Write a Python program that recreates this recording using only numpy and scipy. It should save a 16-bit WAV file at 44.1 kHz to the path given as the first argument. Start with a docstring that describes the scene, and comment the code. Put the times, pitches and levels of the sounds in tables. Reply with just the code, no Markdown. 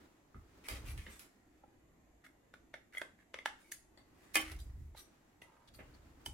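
"""A repair bench in a quiet, fairly live room, two microphones close to the work.
Plastic and circuit board tap and snap close by: brief noise cracks and damped modes.
Loose metal pieces clatter to the right, each blow ringing and followed by smaller bounces.
Fingers and small things scuff in runs of noisy slips; three slides and some blows shake the bench.
Sleeves brush over the bench, under them lies faint room air, and a dense noise tail is the room."""
import sys
import numpy as np
from scipy import signal
from scipy.fft import rfft, irfft
from scipy.io import wavfile
from scipy.ndimage import uniform_filter1d

SR = 44100
rng = np.random.default_rng(int(sys.argv[2]) if len(sys.argv) > 2 else 0)


def store_wav(level_fs):
    """Save 16-bit WAV to argv[1]."""
    pcm = np.round(np.clip(np.atleast_2d(level_fs), -1, 1) * 32767)
    wavfile.write(sys.argv[1], SR, pcm.T.astype(np.int16))


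N = 279153
T = np.arange(N) / SR
HIT_T = T[:SR // 3]  # time axis of one short contact
LEAD_S = .01  # room for the graze ahead of each hit
# colour of a hard contact: f/Hz, relative level/dB per Hz
CONTACT_COLOUR = [(150, -12.5), (480, -1.5), (850, -4), (1150, 4.5), (2200, 1.5), (3800, -0.7),
                  (7000, -4.5), (11000, -0.5), (13300, -7.5)]


def taps(body_db=-2.5, ring_room_db=-6, favoured_t60=0.021, overtone_ratio=1.6, overtone_db=-12.5):
    """Each tap cracks and rings the plastic; the spot that is hit favours one mode and its overtone."""
    # light taps: t/s, level/dB, low knock/dB, treble/dB, favoured f/Hz, its ring/dB against the level,
    # contact/ms, room send/dB, left minus right/dB
    tap_list = [(0.345, -68.5, -4, -48, 1280, 12.5, 0.42, 5.5, -4),
                (1.0643, -46, -1.5, -20, 1890, -3.5, 1.8, 2.5, 0.5),
                (1.635, -73, 22, -34, 832, 20, 6.2, -9, -1), (2.539, -52, 6.5, -12, 1466, 1, 0.86, -2.5, 2),
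                (2.740, -42, 3, -16, 1466, -6.5, 0.82, -3.5, 0.5),
                (2.949, -58.5, 9, -16, 2070, 12.5, 0.65, -4, 4),
                (2.970, -49.5, 0, -10, 2060, 14, 2.6, -10, 3),
                (2.98, -64.5, 2, 22, 2070, 29.5, 1.6, -8, -2),
                (3.0156, -37.5, 2.5, -12, 1560, -2, 0.96, -4.5, -2),
                (3.342, -37.5, 0, -15.5, 2030, -16, 0.86, -4.5, 2.5),
                (3.388, -45.5, 2, -16.5, 2090, 4, 0.38, -3, 3.5),
                (3.4582, -28.5, -6, -13, 875, -5, 0.65, -5, -2),
                (3.7172, -43.5, -11, 3, 1730, -4, 2.6, -3.5, -6),
                (3.7206, -47.5, -25, 8.5, 6630, -2.5, 0.71, -2.5, 6),
                (3.975, -58.5, 5, -13, 4580, -6, 0.099, 6, 6), (4.947, -61, 12, -10, 860, 6, 3.4, -2, -1),
                (5.4188, -60, 11, 0.5, 1990, 7, 1.9, 1.5, -1),
                (5.789, -53, 6.5, -63, 1727, -10, 1.5, 9, -5), (6.26, -44, -4, 7, 3056, 6, 1.6, -4.5, -1.5),
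                (6.262, -63, -7, -15, 880, 13.5, 1.4, 2.5, -9)]
    # modes of the tapped plastic: f/Hz, relative level/dB, t60/s
    plastic_modes = [(587, 0.5, 0.016), (880, -19, 0.045), (1382, -8.5, 0.0053), (1774, 5, 0.015),
                     (2138, -2.5, 0.031), (3500, 0.5, 0.012), (4540, -16.5, 0.032), (5890, -10, 0.025)]
    near, sent = np.zeros((2, 2, N))
    for s, db, low_db, top_db, hz, ring_db, contact_ms, room_db, pan_db in tap_list:
        snap = undb(db) * tone(crack(contact_ms, apart_hz=3550), low_db, top_db)
        snap = colour(snap, [(9000, -2.5), (14000, -8.0)])  # plastic is softer than metal
        body = undb(db + body_db) * tone(ring(plastic_modes, contact_ms, spread=0.27), low_db, top_db)
        pitches = [(hz, 0, favoured_t60), (overtone_ratio * hz, overtone_db, favoured_t60)]
        favoured = undb(db + ring_db) * ring(pitches, 1.22 * contact_ms, spread=0.59)
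        pan = undb(np.array([[pan_db], [-pan_db]]) / 2)
        add(near, s - LEAD_S, (bench(snap + body) + favoured) * pan)
        # rings carry less far than cracks
        add(sent, s - LEAD_S, (snap + undb(ring_room_db) * (body + favoured)) * undb(room_db))
    return near, sent


def clatter(lag_ms=.32, side_db=2.0, shimmer_db=-6, shimmer_t60=0.076, detune=0.0053):
    """Metal pieces strike and bounce right of the microphones; their ring comes from all over the metal."""
    # metal pieces knocking together: t/s, level/dB, low knock/dB, treble/dB, contact/ms,
    # ring/dB against the level, room send/dB
    clatter_list = [(.686, -37, 2.5, -5, 0.42, -4, -17), (.696, -46.5, 14, -2, 1.4, -4, 3),
                    (.977, -50.5, 0, -5.5, 0.87, -1.5, -2), (1.194, -51.5, -15, -1, 0.85, -7.5, 0),
                    (4.3437, -39.5, -10.5, 2, 2.6, 2.5, -13.5), (4.3557, -25, -1, -1, 0.51, 4, -15.5),
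                    (4.3667, -28, 4.5, -9, 1.04, -2, -6.5), (4.517, -46.5, 6.5, -4, 1.7, -6, -20)]
    # modes of the metal pieces: f/Hz before detuning, relative level/dB, t60/s
    metal_modes = [(315.6, -18, 0.53), (820, -14, 0.11), (1211, -15.5, 0.12), (1760, 0.5, 0.07),
                   (2075, -3.5, 0.13), (2180, -0.5, 0.12), (2310, 1, 0.061), (2412, -2, 0.088),
                   (2476, 5.5, 0.055), (2800, -11, 0.082), (3044, -5.5, 0.13), (3140, 2, 0.05)]
    near, sent = np.zeros((2, 2, N))
    for s, db, low_db, top_db, contact_ms, ring_db, room_db in clatter_list:
        # pieces lying on each other ring a little differently at every blow
        modes = [(hz * (1 + detune * rng.standard_normal()), mode_db, t60)
                 for hz, mode_db, t60 in metal_modes]
        # the left microphone hears the strike softer and later
        strike = crack(contact_ms, apart_hz=6100) * undb([[-side_db], [side_db]])
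        strike[0] = np.roll(strike[0], int(lag_ms * SR / 1000))
        shimmer = undb(shimmer_db) * small_part(shimmer_t60, contact_ms, count=48)
        ringing = undb(ring_db) * ring(modes, contact_ms, spread=0.89)
        hit = undb(db) * tone(strike + shimmer + ringing, low_db, top_db)
        hit = signal.fftconvolve(hit, rattle(), axes=1)
        add(near, s - LEAD_S, hit)
        add(sent, s - LEAD_S, hit * undb(room_db))
    return near, sent


def scuffs(grain_db=16.0, catch_db=1.5, part_db=-2, sag_octaves_per_s=.6, rub_room_db=-6):
    """Crackling slips swell and fade, hiss and ring a resonance that sinks as the contact moves along."""
    # fingers and small things rubbing: t/s, length/s, level/dB sent to the room (scene() lifts the near sound),
    # resonance f/Hz halfway through, its width/Hz, hiss/dB against the near resonance
    scuff_list = [(0.638, 0.043, -58.5, 2220, 494, -8), (0.701, 0.088, -57, 2640, 1200, -8),
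                  (0.852, 0.073, -59.5, 2430, 600, -0.5), (0.983, 0.1, -67.5, 2170, 500, -4.5),
                  (1.079, 0.098, -69, 2080, 600, 4.5), (2.238, 0.035, -60, 1760, 300, -16),
                  (2.922, 0.095, -59, 1770, 350, -14), (3.177, 0.058, -70.5, 1860, 300, -23),
                  (3.582, 0.05, -76.5, 1700, 600, 2.5), (3.63, 0.081, -73.5, 2240, 220, -4),
                  (4.142, 0.28, -76.5, 1930, 500, -4.5), (4.388, 0.17, -57, 2060, 894, -15),
                  (4.588, 0.023, -67, 3820, 300, 5), (4.955, 0.056, -64, 3960, 350, 3),
                  (5.416, 0.007, -56.5, 2870, 395, -13), (5.401, 0.31, -71.5, 854, 109, -30),
                  (5.673, 0.02, -65, 3700, 880, -30), (5.736, 0.023, -66.5, 4500, 250, 0.5),
                  (5.785, 0.027, -62.5, 2080, 350, -35), (5.936, 0.02, -70.5, 4470, 251, -11)]
    near, sent = np.zeros((2, 2, N))
    count = len(HIT_T)
    for s, length, db, hz, width_hz, hiss_db in scuff_list:
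        # each slip holds its own random level for a third of a millisecond
        slips = np.repeat(undb(grain_db * rng.uniform(-1, 1, count)), SR // 3000)[:count]
        # the grip tightens and lets go
        grip_walk = unit(uniform_filter1d(rng.standard_normal(count), size=400))
        catches = undb(catch_db * grip_walk)
        swell = np.sqrt(np.sin(np.pi * np.minimum(HIT_T / length, 1)).clip(0))
        friction = bench(pair(count, apart_hz=2500) * slips * catches * swell)
        grains = unit(colour(friction, CONTACT_COLOUR))
        sinking_hz = hz * 2 ** (-sag_octaves_per_s * (HIT_T - length / 2))
        rub = unit(resonate(grains, sinking_hz, width_hz))
        part_ring = small_part(0.05, rise_ms=.6, count=14)
        part = unit(signal.fftconvolve(friction, part_ring, axes=1)[:, :count])
        hiss = undb(hiss_db) * unit(tone(grains, -2.0, 0) + undb(part_db) * part)
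        gain = undb(db) * np.sqrt(np.mean(swell ** 2))
        add(near, s, gain * (rub + hiss))
        add(sent, s, gain * (undb(rub_room_db) * rub + hiss))
    return near, sent


def rumble(boom_rise_s=0.03, knock_rise_s=0.011):
    """Slides and blows shake the bench at its low resonances; each blow also gives a short hollow knock."""
    # something sliding: t/s at full speed, length/s, rumble level/dB
    slide_list = [(0.896, 0.098, -42), (4.56, 0.33, -44), (5.8, .53, -58)]
    # blows that reach the bench: t/s, boom level/dB, hollow knock level/dB
    thud_list = [(0.344, -51, -53.5), (0.702, -43.5, -51.5), (1.065, -57, -57.5), (5.788, -74, -55),
                 (6.259, -48.5, -53)]
    # low resonances of the bench: f/Hz, relative level/dB per Hz
    shake_colour = [(22, -27), (31, -12), (41, 2), (52, -7), (66, 4), (85, -8), (125, -10.5), (165, -25.5),
                    (280, -28), (520, -62)]
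    # hollow knock: f/Hz, relative level/dB per Hz
    knock_colour = [(70, -29), (170, 6.5), (340, 6.5), (520, -9), (1200, -58)]
    shake = unit(colour(pair(N, apart_hz=700), shake_colour, size=16384))
    shake = shake / np.sqrt(uniform_filter1d(np.mean(shake ** 2, axis=0), size=2500))  # an even push
    hollow = unit(colour(pair(N, apart_hz=700), knock_colour))
    slides = sum(undb(db) * stroke(s, length, rise_db_per_s=103.5, sag_db_per_s=13, stop_db_per_s=172)
                 for s, length, db in slide_list)
    booms = sum(undb(boom_db) * jolt(s, boom_rise_s) for s, boom_db, _ in thud_list)
    knocks = sum(undb(knock_db) * jolt(s, knock_rise_s) for s, _, knock_db in thud_list)
    return shake * np.hypot(slides, booms) + hollow * knocks


def background(air_db=-66.5, flicker_db=1.5):
    """Faintly wavering room air, and cloth that brushes unevenly with each arm movement."""
    # arm movements that brush a sleeve over the bench: t/s at full speed, length/s, level/dB
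    brush_list = [(0, 0.019, -65.5), (0.714, 0.15, -58), (4.262, 0.14, -64), (5.15, 0.071, -69),
                  (5.844, 0.7, -66.5)]
    # brushing cloth: f/Hz, relative level/dB per Hz
    cloth_colour = [(100, -12), (280, 2), (600, -9.5), (1300, -10.5), (4000, -23), (12000, -33.5)]
    # quiet room air: f/Hz, relative level/dB per Hz
    air_colour = [(25, -12.5), (55, -5.5), (120, -13), (200, -13), (320, -8.5), (450, -20.5), (700, -20.5),
                  (1500, -31.5), (1900, -27), (3000, -37.5), (5400, -44.5), (7300, -38), (9000, -48.5),
                  (12500, -42), (15500, -61)]
    air = undb(air_db) * unit(colour(waver(pair(N, apart_hz=600)), air_colour, size=8192))
    flicker = unit(uniform_filter1d(rng.standard_normal(N), size=2400))
    cloth = unit(colour(pair(N, apart_hz=650), cloth_colour))
    # the negative sag lets a brush grow slightly
    moves = [undb(db) * stroke(s, length, rise_db_per_s=46.5, sag_db_per_s=-1, stop_db_per_s=29)
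             for s, length, db in brush_list]
    return air + cloth * np.max(moves, axis=0) * undb(flicker_db * flicker)


def room(x, first_s=0.0053, early_db=7.0, early_s=0.031):
    """Dense reflections: strong early ones from bench and walls, then a tail whose top dies soonest."""
    # decay of the tail: f/Hz, t60/s
    room_t60 = [(200, 0.45), (2500, 0.32), (7000, 0.42), (14000, 0.21)]
    hz, s, frames = signal.stft(pair(SR, apart_hz=600), SR, nperseg=256)
    fade = undb(-60 * s / at(room_t60, hz)[:, None])
    tail = signal.istft(frames * fade, SR)[1][:, :SR]
    t = T[:SR]
    onset = 1 - np.exp(-(t / first_s) ** 2)
    tail = tail * onset * undb(early_db * np.exp(-t / early_s))
    tail = tail / np.sqrt(np.sum(tail ** 2) / 2)
    wet = signal.fftconvolve(x, tail, axes=1)[:, :N]
    return colour(wet, [(300, 4.5), (2200, 2.0), (5000, -0.5), (12000, 0.5)])


def crack(contact_ms, apart_hz, graze_db=-16, graze_length=6.5):
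    """Two rough surfaces graze, then meet in a brief burst; slower contacts graze for longer."""
    age = (HIT_T - LEAD_S) * 1000 / contact_ms  # in contact lengths, as is graze_length
    pressed = np.maximum(age, 0)
    burst = np.sqrt(pressed) * np.exp(-pressed)
    graze = undb(graze_db) * np.exp(-abs(age) / graze_length) * np.minimum(HIT_T / LEAD_S, 1)
    return blow(colour(pair(len(HIT_T), apart_hz) * (burst + graze), CONTACT_COLOUR))


def ring(modes, rise_ms, spread):
    """Damped modes build up in the contact; higher ones differ more in phase between microphones."""
    t, out = np.maximum(HIT_T - LEAD_S, 0), 0
    for hz, db, t60 in modes:
        phase_gap = spread * np.sqrt(hz / 1500) * rng.standard_normal((2, 1))
        phase = rng.uniform(0, 2 * np.pi) + phase_gap
        out = out + undb(db - 60 * t / t60) * np.sin(2 * np.pi * hz * t + phase)
    return blow(out * (1 - np.exp(-(t * 1000 / rise_ms) ** 2)))


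def small_part(t60, rise_ms, count):
    """The crowded high modes of a small piece, different wherever it is touched."""
    modes = [(hz, at(CONTACT_COLOUR, hz), t60) for hz in rng.uniform(3400, 12800, size=count)]
    return ring(modes, rise_ms, spread=0.9)


def tone(x, low_db, top_db):
    """Heavier blows carry more bass, harder ones more treble."""
    return colour(x, [(850, low_db), (1400, 0), (3000, 0.0057), (8000, top_db)])


def bench(x, echo_db=-5, shortest_ms=.9, longest_ms=3.5):
    """The bench top returns each contact a moment later, which gives it a hollow colour of its own."""
    lag = int(rng.uniform(shortest_ms, longest_ms) * SR / 1000)
    return (x + undb(echo_db) * np.roll(x, lag, axis=1)) / np.hypot(1, undb(echo_db))


def rattle(bounce_db=-17, bounce_s=.035, count=15):
    """A blow and the smaller, irregular bounces that follow it, of either sign."""
    train = np.zeros((1, len(HIT_T)))
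    train[0, 0] = 1
    for s in rng.uniform(0.069, 2, count) * bounce_s:
        # the factor of 2 lifts every bounce by 6 dB
        train[0, int(s * SR)] += undb(bounce_db) * np.exp(-s / bounce_s) * rng.choice([-2, 2])
    return train


def resonate(x, hz, width_hz):
    """A resonance whose centre follows the curve hz."""
    turn = np.exp(2j * np.pi * np.cumsum(hz) / SR)
    pole = np.exp(-np.pi * abs(width_hz) / SR)
    return np.real(turn * signal.lfilter([1], [1, -pole], x / turn))


def stroke(start, length, rise_db_per_s, sag_db_per_s, stop_db_per_s):
    """Gain of one movement: it gathers speed up to start, drifts at the sag rate, then stops."""
    age = T - start
    rise = rise_db_per_s * np.minimum(age, 0)
    sag = sag_db_per_s * np.clip(age, 0, length)
    stop = stop_db_per_s * np.maximum(age - length, 0)
    return undb(rise - sag - stop)


def jolt(start, rise_s):
    """Gain of one blow: it peaks after rise_s and dies away."""
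    age = np.maximum(T - start, 0) / rise_s
    return age * np.exp(1 - age)


def waver(x, depth_db=2.5):
    """Let each narrow band of a steady sound swell and fade, much like its neighbour."""
    _, _, frames = signal.stft(x, SR, nperseg=1024)
    walk = unit(uniform_filter1d(rng.standard_normal(frames.shape[1:]), size=14, axis=1))
    walk = unit(walk + np.roll(walk, 1, axis=0))
    return unit(signal.istft(frames * undb(depth_db * walk), SR)[1][:, :N])


def pair(count, apart_hz):
    """Noise at two microphones: alike in the bass, unrelated well above apart_hz."""
    mid, side = rfft(rng.standard_normal((2, count)))
    hz = np.fft.rfftfreq(count, 1 / SR)
    side = side * hz / np.hypot(hz, apart_hz)
    return irfft(np.array([mid + side, mid - side]), count)


def colour(x, points, size=2048):
    """Causal (minimum-phase) filter with the given (Hz, dB) response."""
    cepstrum = irfft(np.log(undb(at(points, np.fft.rfftfreq(size, 1 / SR)))))
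    cepstrum[1:size // 2] *= 2
    cepstrum[size // 2 + 1:] = 0
    response = irfft(np.exp(rfft(cepstrum)))
    return signal.fftconvolve(x, response[None], axes=1)[:, :x.shape[1]]


def add(track, s, sound):
    """Mix a sound in at time s."""
    start = int(s * SR)
    part = sound[:, :max(N - start, 0)]
    track[:, start:start + part.shape[1]] += part


def undb(db):
    """Decibels to gain."""
    return 10 ** (np.asarray(db) / 20)


def at(points, hz):
    """Read (Hz, value) points on a log-frequency axis."""
    f, v = np.transpose(points)
    return np.interp(np.log(np.maximum(hz, 1)), np.log(f), v)


def unit(x):
    """Scale to rms 1."""
    return x / np.sqrt(np.mean(x ** 2))


def blow(x):
    """Scale each channel to the energy of 5 ms at rms 1."""
    return x / np.sqrt(np.sum(x ** 2, axis=-1, keepdims=True) / (.005 * SR))


def scene(scuff_near_db=3):
    """All the handling, its reflections and the quiet room."""
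    tap_near, tap_sent = taps()
    metal_near, metal_sent = clatter()
    scuff_near, scuff_sent = scuffs()
    near = tap_near + metal_near + undb(scuff_near_db) * scuff_near
    reflections = room(tap_sent + metal_sent + scuff_sent)
    return near + reflections + rumble() + background()


def record(dry, top_hz=15800):
    """The left microphone is brighter around 6.5 kHz, the right above 10 kHz; the top is cut."""
    left = colour(dry[:1], [(3000, -2.1), (6500, 2.4), (10000, -1.0)])
    right = colour(dry[1:], [(3000, -1.5), (6500, -1.2), (10000, 0.86)])
    top_cut = signal.ellip(8, .2, 70, top_hz, fs=SR, output="sos")
    return signal.sosfilt(top_cut, np.vstack([left, right]))


dry = scene()
out = record(dry)
store_wav(out)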